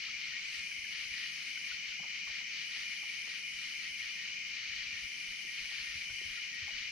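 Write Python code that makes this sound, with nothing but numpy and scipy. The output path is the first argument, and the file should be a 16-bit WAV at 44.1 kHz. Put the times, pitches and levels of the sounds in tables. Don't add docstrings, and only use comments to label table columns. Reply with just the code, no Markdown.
import sys
import numpy as np
from scipy import signal
from scipy.fft import rfft, irfft, next_fast_len
from scipy.io import wavfile
from scipy.ndimage import uniform_filter1d

SR = 44100
rng = np.random.default_rng(int(sys.argv[2]) if len(sys.argv) > 2 else 0)


def gain_from_decibels(decibels):
    exponent = np.asarray(decibels, float) / 20
    return 10 ** exponent


def transcribe(signal):
    frames = np.atleast_2d(signal).T
    limited = np.clip(frames, -1, 1)
    pcm = np.round(limited * 32767).astype(np.int16)
    wavfile.write(sys.argv[1], SR, pcm)


N = 304731


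def rms_one(x):
    return x / np.sqrt(np.mean(x ** 2) + 1e-20)


def in_time(rows, axis=1):
    columns = np.transpose(rows)
    return np.interp(np.arange(N) / SR, columns[0], columns[axis])


def drift(rate_hz):
    r = np.exp(-80 * np.pi * rate_hz / SR)
    chance = rng.standard_normal(N // 40 + 2002)
    slow = signal.lfilter([1], [1, -2 * r, r * r], chance)[2000:]
    return np.interp(np.arange(N) / 40, np.arange(len(slow)), rms_one(slow))


def resonance(x, hz, width_hz):
    r = np.exp(-np.pi * width_hz / SR)
    zeros = np.array([1, 0, -1]) * (1 - r * r) / 2
    poles = [1, -2 * r * np.cos(2 * np.pi * hz / SR), r * r]
    return signal.lfilter(zeros, poles, x)


def double_resonance(x, hz, width_hz):
    return resonance(resonance(x, hz, width_hz), hz, width_hz)


def sides(pan_db):
    return gain_from_decibels(np.array([[.5], [-.5]]) * pan_db)


def coloured(x, hz, level_db):
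    size = next_fast_len(N)
    bins_hz = np.maximum(np.arange(size // 2 + 1) * SR / size, 1)
    gain = gain_from_decibels(np.interp(np.log(bins_hz), np.log(hz), level_db))
    return irfft(rfft(x, size) * gain, size)[..., :N]


def teeth(per_s, spread_db, likeness, lag_s):
    clicks = (rng.random((3, N)) < per_s / SR) * rng.choice([-1, 1], (3, N))
    strength_db = spread_db * np.minimum(rng.exponential(1, (3, N)), 4)
    direct, *scattered = clicks * gain_from_decibels(strength_db)
    late = np.interp(np.arange(N) - lag_s * SR, np.arange(N), direct)
    alike = np.clip(likeness, 0, 1)
    return np.sqrt(alike) * np.array([late, direct]) + np.sqrt(1 - alike) * np.array(scattered)


def strokes_gain(rows, bed_db):
    t, power = np.arange(N) / SR, np.full(N, gain_from_decibels(2 * bed_db))
    for middle_s, level_db, length_s in rows:
        near = np.abs(t - middle_s) < length_s / 2
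        power[near] += gain_from_decibels(2 * level_db) * np.cos(np.pi * (t[near] - middle_s) / length_s) ** 2
    return np.sqrt(power)


def night_air():
    # hz, level_db, left_right_db, likeness (0-1)
    air = [(20, -4.5, -7, 0.9), (90, -7, -.4, 0.34), (119, -7.5, -4, 0.5), (160, 3, -3, 0.19),
           (221, -0.5, -3.0, 0.48), (346, -9, -6.5, 0.17), (600, -15, -8.5, 0.15),
           (1000, -18, -14.5, 0.061), (3000, -16, -19.5, .1), (7600, -14, -2, .02), (8800, -24, 6, .02),
           (12200, -18.5, -4, .02), (13900, -21, -4, .02), (16000, -27.5, -4.1, .02)]
    hz, level_db, pan_db, likeness = np.transpose(air)
    shared, left, right = rng.standard_normal((3, N))
    alike = np.clip(likeness, 1e-3, .999)
    shared_db = level_db + 10 * np.log10(alike)
    own_db = level_db + 10 * np.log10(1 - alike)
    ears = []
    for own, side in ((left, .5), (right, -.5)):
        ears.append(coloured(shared, hz, shared_db + side * pan_db) + coloured(own, hz, own_db + side * pan_db))
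    return gain_from_decibels(-62.5) * rms_one(np.array(ears))


def wind():
    # hz, level_db (per Hz)
    wind_spectrum = [(12, -30), (20, -3), (38, 1.5), (81, -1), (130, -3), (170, -37), (290, -120)]
    # time_s, level_db
    gusts = [
        (0, -78.5),
        (1.0, -74.5),
        (1.42, -83),
        (2.13, -80),
        (3.9, -80.5),
        (4.79, -70.5),
        (5.27, -88),
        (6.14, -69.5),
        (6.43, -75.5),
        (6.91, -69),
    ]
    shared, left, right = coloured(rng.standard_normal((3, N)), *np.transpose(wind_spectrum))
    ports = shared + 0.38 * np.array([left, right])
    evened = ports / np.sqrt(uniform_filter1d(np.mean(ports ** 2, axis=0), size=9000))
    return evened * gain_from_decibels(in_time(gusts) + 1.6 * drift(13))


def far_chorus():
    # hz, level_db (per Hz)
    far_shrill = [(900, -26.5), (1500, -19), (2000, -16.5), (2700, 1), (3500, -18), (4300, -4.5),
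                  (5300, -3), (6250, -2), (6900, -20.5), (7800, -39)]
    blur = coloured(teeth(9000, 2.3, 0.089, lag_s=4e-5), *np.transpose(far_shrill))
    return rms_one(blur) * sides(0.23) * gain_from_decibels(-48.5 + 0.28 * drift(3.4))


def crickets():
    # wing_hz, width_hz, level_db, left_right_db, likeness (0-1)
    choirs = [
        (2167, 108, -49.5, 5, 0.83),
        (2272, 183, -50, 7.5, 0.69),
        (2400, 87, -48, 4, 0.63),
        (2936, 124, -50.5, 4, 0.5),
        (3069, 58, -55.5, 4, 0.57),
    ]
    out = 0
    for hz, width_hz, level_db, pan_db, likeness in choirs:
        strokes = teeth(2500, 2.1, likeness, lag_s=3e-5)
        harp = double_resonance(strokes, hz, 1.69 * width_hz)
        swell_db = 0.34 * drift(1.24) + .5 * drift(29)
        out = out + rms_one(harp) * sides(pan_db) * gain_from_decibels(level_db + swell_db)
    return out


def tree_katydids():
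    # hz, width_hz, level_db
    rasp_wing = [(1290, 268, -16), (1900, 240, -0.5), (2690, 488, -1), (3280, 630, -5.5), (4090, 600, -1),
                 (4710, 863, -5.5)]
    # middle_s, level_db, length_s
    rasps = [(.06, -50.5, 0.24), (.25, -50.5, 0.22), (.39, -52, 0.24), (.56, -51, 0.27), (.99, -50.5, 0.24),
             (1.21, -49.5, 0.29), (1.44, -53.5, 0.41), (1.72, -51.5, 0.22), (1.891, -53, .2),
             (2.16, -54, 0.23), (2.349, -51, 0.23), (2.59, -50.5, .24), (2.781, -49, 0.23),
             (2.93, -53, 0.17), (3.14, -56, 0.28), (3.33, -52, 0.21), (3.649, -52, .3), (3.84, -52, .16),
             (4.06, -52, .24), (4.26, -53.5, 0.26), (4.62, -52, 0.44), (4.809, -50, 0.27),
             (4.98, -53.5, 0.26), (5.28, -57, .4), (5.6, -51.5, 0.23), (5.78, -50, 0.3), (5.95, -52.5, 0.3),
             (6.36, -54, 0.44), (6.63, -53, 0.23), (6.8, -50.5, 0.27)]
    scrape = teeth(5000, 2.84, 0.59, lag_s=3e-5)
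    wings = 0
    for k, (hz, width_hz, level_db) in enumerate(rasp_wing):
        polarity = (-1) ** k
        wings = wings + polarity * gain_from_decibels(level_db) * double_resonance(scrape, hz, 2.03 * width_hz)
    farther_bed_db = -59
    return rms_one(wings) * sides(3.8) * gain_from_decibels(5.5) * strokes_gain(rasps, farther_bed_db)


def phrases_gain():
    # start_s, end_s, level_db, swell_s, fade_s
    phrases = [
        (.36, 1.85, -65.5, 0.19, 0.17),
        (2.49, 4.4, -65.5, 0.22, .34),
        (4.82, 6.56, -65, 0.2, .2),
    ]
    # middle_s, level_db
    buzz_ticks = [
        (2.281, -71),
        (4.479, -75),
        (6.55, -69),
        (6.68, -72),
    ]
    t, held = np.arange(N) / SR, 0
    for start_s, end_s, level_db, swell_s, fade_s in phrases:
        corners_s = [start_s, start_s + swell_s, end_s - fade_s, end_s]
        held = held + gain_from_decibels(level_db) * np.interp(t, corners_s, [0, 1, 1, 0]) ** 1.4
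    tick_s = 0.044
    return np.hypot(held, strokes_gain([(*row, tick_s) for row in buzz_ticks], bed_db=-80.5))


def meadow_katydids():
    # hz, width_hz, left_db, right_db
    buzz_wing = [(8650, 1750, -4, -1), (10070, 1800, -0.5, 1.5), (12200, 2300, -15, -4.5),
                 (13500, 2300, -19, -16)]
    # middle_s, level_db, length_s
    rustles = [
        (.56, -63, .45),
        (1.46, -66.5, .2),
        (2.75, -72, 0.43),
        (3.59, -65, 0.33),
        (5.6, -70, .8),
        (6.15, -66.5, 0.42),
    ]
    file = teeth(6000, 2.8, 0.033, lag_s=1e-4)
    buzz = 0
    for k, (hz, width_hz, left_db, right_db) in enumerate(buzz_wing):
        buzz = buzz + (-1) ** k * gain_from_decibels([[left_db], [right_db]]) * double_resonance(file, hz, width_hz)
    rustle = double_resonance(teeth(4000, 3.7, 0.12, lag_s=1e-4), 7730, 1300)
    buzzing = rms_one(buzz) * phrases_gain() * gain_from_decibels(0.5 + 0.54 * drift(19.0))
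    rustling = rms_one(rustle) * sides(-7.0) * gain_from_decibels(-4.5) * strokes_gain(rustles, bed_db=-70)
    return buzzing + rustling


def solo_cricket():
    # middle_s, level_db, pitch_hz
    chirps = [(.04, -59, 1930), (.34, -45.5, 1898), (.55, -50, 1890), (.99, -52, 1924), (1.16, -46, 1940),
              (1.28, -47, 1897), (1.719, -50, 1900), (1.87, -55, 1964), (2.12, -49.5, 1950),
              (2.32, -48, 1870), (2.47, -49, 1910), (2.609, -52, 1910), (2.74, -45.5, 1905),
              (2.94, -51, 1900), (3.13, -50, 1900), (3.31, -49.5, 1903), (3.63, -54.5, 1936),
              (3.85, -47, 1900), (4.03, -52.5, 1900), (4.21, -47, 1880), (4.58, -49, 1906),
              (4.77, -48, 1900), (4.95, -46, 1880), (5.5, -49, 1900), (5.71, -47, 1900), (5.91, -49, 1856),
              (6.21, -50, 1880), (6.37, -44.5, 1947), (6.57, -48, 1890), (6.72, -51, 1910)]
    r = np.exp(-2 * np.pi * 40 / SR)
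    strikes = teeth(1400, 1.7, 0.92, lag_s=4e-5) + 1j * teeth(1500, 1.1, 0.72, lag_s=4e-5)
    wander = signal.lfilter([1], [1, -2 * r, r * r], strikes)
    phase = 2 * np.pi * np.cumsum(in_time(chirps, axis=2)) / SR
    tone = np.real(wander * np.exp(1j * phase))
    chirp_s = .13
    strokes = [(middle_s, level_db, chirp_s) for middle_s, level_db, _ in chirps]
    return rms_one(tone) * sides(9.0) * gain_from_decibels(-5.5) * strokes_gain(strokes, bed_db=-62)


def contacts(rows, rise_s, partners):
    out, t = np.zeros((2, N + SR)), np.arange(SR // 5) / SR
    for start_s, peak_db, hz, pan_db, t60_s, grit_share in rows:
        shape = (1 - np.exp(-t / rise_s)) ** 2 * gain_from_decibels(-60 * t / t60_s)
        tone = np.sin(2 * np.pi * hz * t)
        for ratio, partner_db in partners:
            tone = tone + gain_from_decibels(partner_db) * np.sin(2 * np.pi * ratio * hz * t)
        grit = rms_one(double_resonance(rng.standard_normal(len(t)), hz, 1.25 * hz))
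        share = np.clip(grit_share, 0, 1)
        hit = shape / shape.max() * ((1 - share) * tone + share * grit)
        at = round((start_s - rise_s) * SR)
        out[:, at:at + len(t)] += gain_from_decibels(peak_db) * sides(pan_db) * hit
    return out[:, :N]


def raccoon():
    # start_s, peak_db, board_hz, t60_s, grit_share (0-1)
    knock_rows = [(1.996, -55.5, 160, .11, .2), (2.0, -56.5, 780, .04, 0.49), (2.027, -55, 785, 0.17, 0.71),
                  (2.273, -51.5, 1091, .07, 0.51), (2.298, -63, 600, .04, .9), (2.407, -62, 898, .06, 0.78),
                  (2.762, -62, 895, 0.045, .8), (3.031, -59, 840, .091, .69), (3.273, -63, 490, 0.054, 0.8),
                  (5.447, -56, 263, 0.044, .24), (5.645, -66.5, 750, .087, .9),
                  (5.715, -62, 748, .043, .84), (6.1, -64, 450, .04, 0.64), (6.214, -53, 364, 0.034, 0.3),
                  (6.68, -53.5, 817, .065, 0.34), (6.706, -62, 664, .06, 0.23)]
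    # start_s, peak_db, pitch_hz, left_right_db
    tick_rows = [
        (.0882, -54.5, 1284, -2),
        (.3232, -53, 1500, .5),
        (0.715, -50.5, 1665, 0),
        (.851, -46.5, 1734, -4),
        (1.5743, -48.5, 1524, -3),
        (1.719, -45.5, 1480, -.5),
        (1.9215, -52.5, 1500, 2),
        (5.9294, -58, 1440, 5),
        (6.0992, -51, 1510, -4),
        (6.379, -51, 1412, 3.5),
    ]
    # start_s, peak_db, frame_hz
    thud_rows = [(.59, -61, 74.5), (.79, -59, 70), (.98, -62, 44.9), (1.11, -60, 58), (1.73, -62, 54.6),
                 (1.89, -65, 50), (2.291, -60.5, 55), (2.79, -65, 38), (3.561, -63, 40), (3.9, -64, 60),
                 (4.03, -63, 55.23), (4.63, -62, 62), (4.7, -62, 74.8), (4.764, -63, 62), (4.87, -63, 48),
                 (4.94, -58.5, 90), (5.034, -56, 52), (5.295, -55, 32), (5.615, -57, 38), (5.815, -64, 62),
                 (5.9, -60, 54.6), (5.956, -53.5, 86), (6.095, -58.5, 29.8), (6.106, -59.5, 83.7),
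                 (6.261, -56, 85), (6.305, -56, 32), (6.63, -53.5, 80.4), (6.74, -59, 32)]
    knock_pan_db = -3.5
    tick_t60_s, tick_grit = 0.039, 0.18
    thud_pan_db, thud_t60_s, thud_grit = 2, 0.13, 0.23
    knocks = [(s, db, hz, knock_pan_db, t60_s, grit) for s, db, hz, t60_s, grit in knock_rows]
    ticks = [(*row, tick_t60_s, tick_grit) for row in tick_rows]
    thuds = [(*row, thud_pan_db, thud_t60_s, thud_grit) for row in thud_rows]
    # (frequency ratio, dB)
    return (contacts(knocks, rise_s=0.00472, partners=[(1.33, -6), (.68, -11.5)])
            + contacts(ticks, rise_s=0.0069, partners=[(.93, -7)])
            + contacts(thuds, rise_s=0.01796, partners=[(1.6, -11)]))


def scene():
    insects = far_chorus() + crickets() + tree_katydids() + meadow_katydids() + solo_cricket()
    return night_air() + wind() + insects + raccoon()


def gated(x):
    # hz, threshold_db (against the local level)
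    gate = [(100, -11), (300, -7), (900, -3.5), (1500, -6.5), (2300, -10.5), (5000, -5.5), (7000, -7),
            (10000, -5), (11500, -2.5), (13500, -1.5), (15700, -6)]
    lead = 902
    hz, _, frames = signal.stft(np.pad(x, ((0, 0), (lead, 0))), SR, "cosine", nperseg=2048)
    knots_hz, threshold_db = np.transpose(gate)
    band, count = np.arange(len(hz)) // 8, frames.shape[-1]
    power = np.abs(frames) ** 2 + 1e-30
    local = uniform_filter1d(uniform_filter1d(power, size=9, axis=1), size=5, axis=2)
    waver_db = 3.57 * (rng.exponential(1, (2, band[-1] + 1, count))[:, band] - 1)
    starved = rms_one(signal.lfilter([1], [1, -.55], rng.standard_normal(count)))
    waver_db = waver_db + 1.8 * starved * np.clip(hz[:, None] / 9000, 0, 1.4)
    threshold = gain_from_decibels(2 * (np.interp(hz, knots_hz, threshold_db)[:, None] + waver_db))
    passed = 1 / (1 + (threshold * local / power) ** 6.0)
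    kept = uniform_filter1d(power * passed ** 2, size=33, axis=1) / uniform_filter1d(power, size=33, axis=1)
    passed = passed * (kept + 0.048) ** -.3
    ceiling_hz = 15150 - 420 * starved
    over = (hz[:, None] + 60 * waver_db - ceiling_hz) / 40
    under = 1 / (1 + np.exp(np.clip(over, -50, 50)))
    return signal.istft(frames * passed * under, SR, "cosine", nperseg=2048)[1][:, lead:lead + N]


def roll_off(x):
    return signal.sosfilt(signal.butter(12, 15710, fs=SR, output="sos"), x)


def record(dry):
    mix = gated(dry)
    return roll_off(mix)


dry = scene()
out = record(dry)
transcribe(out)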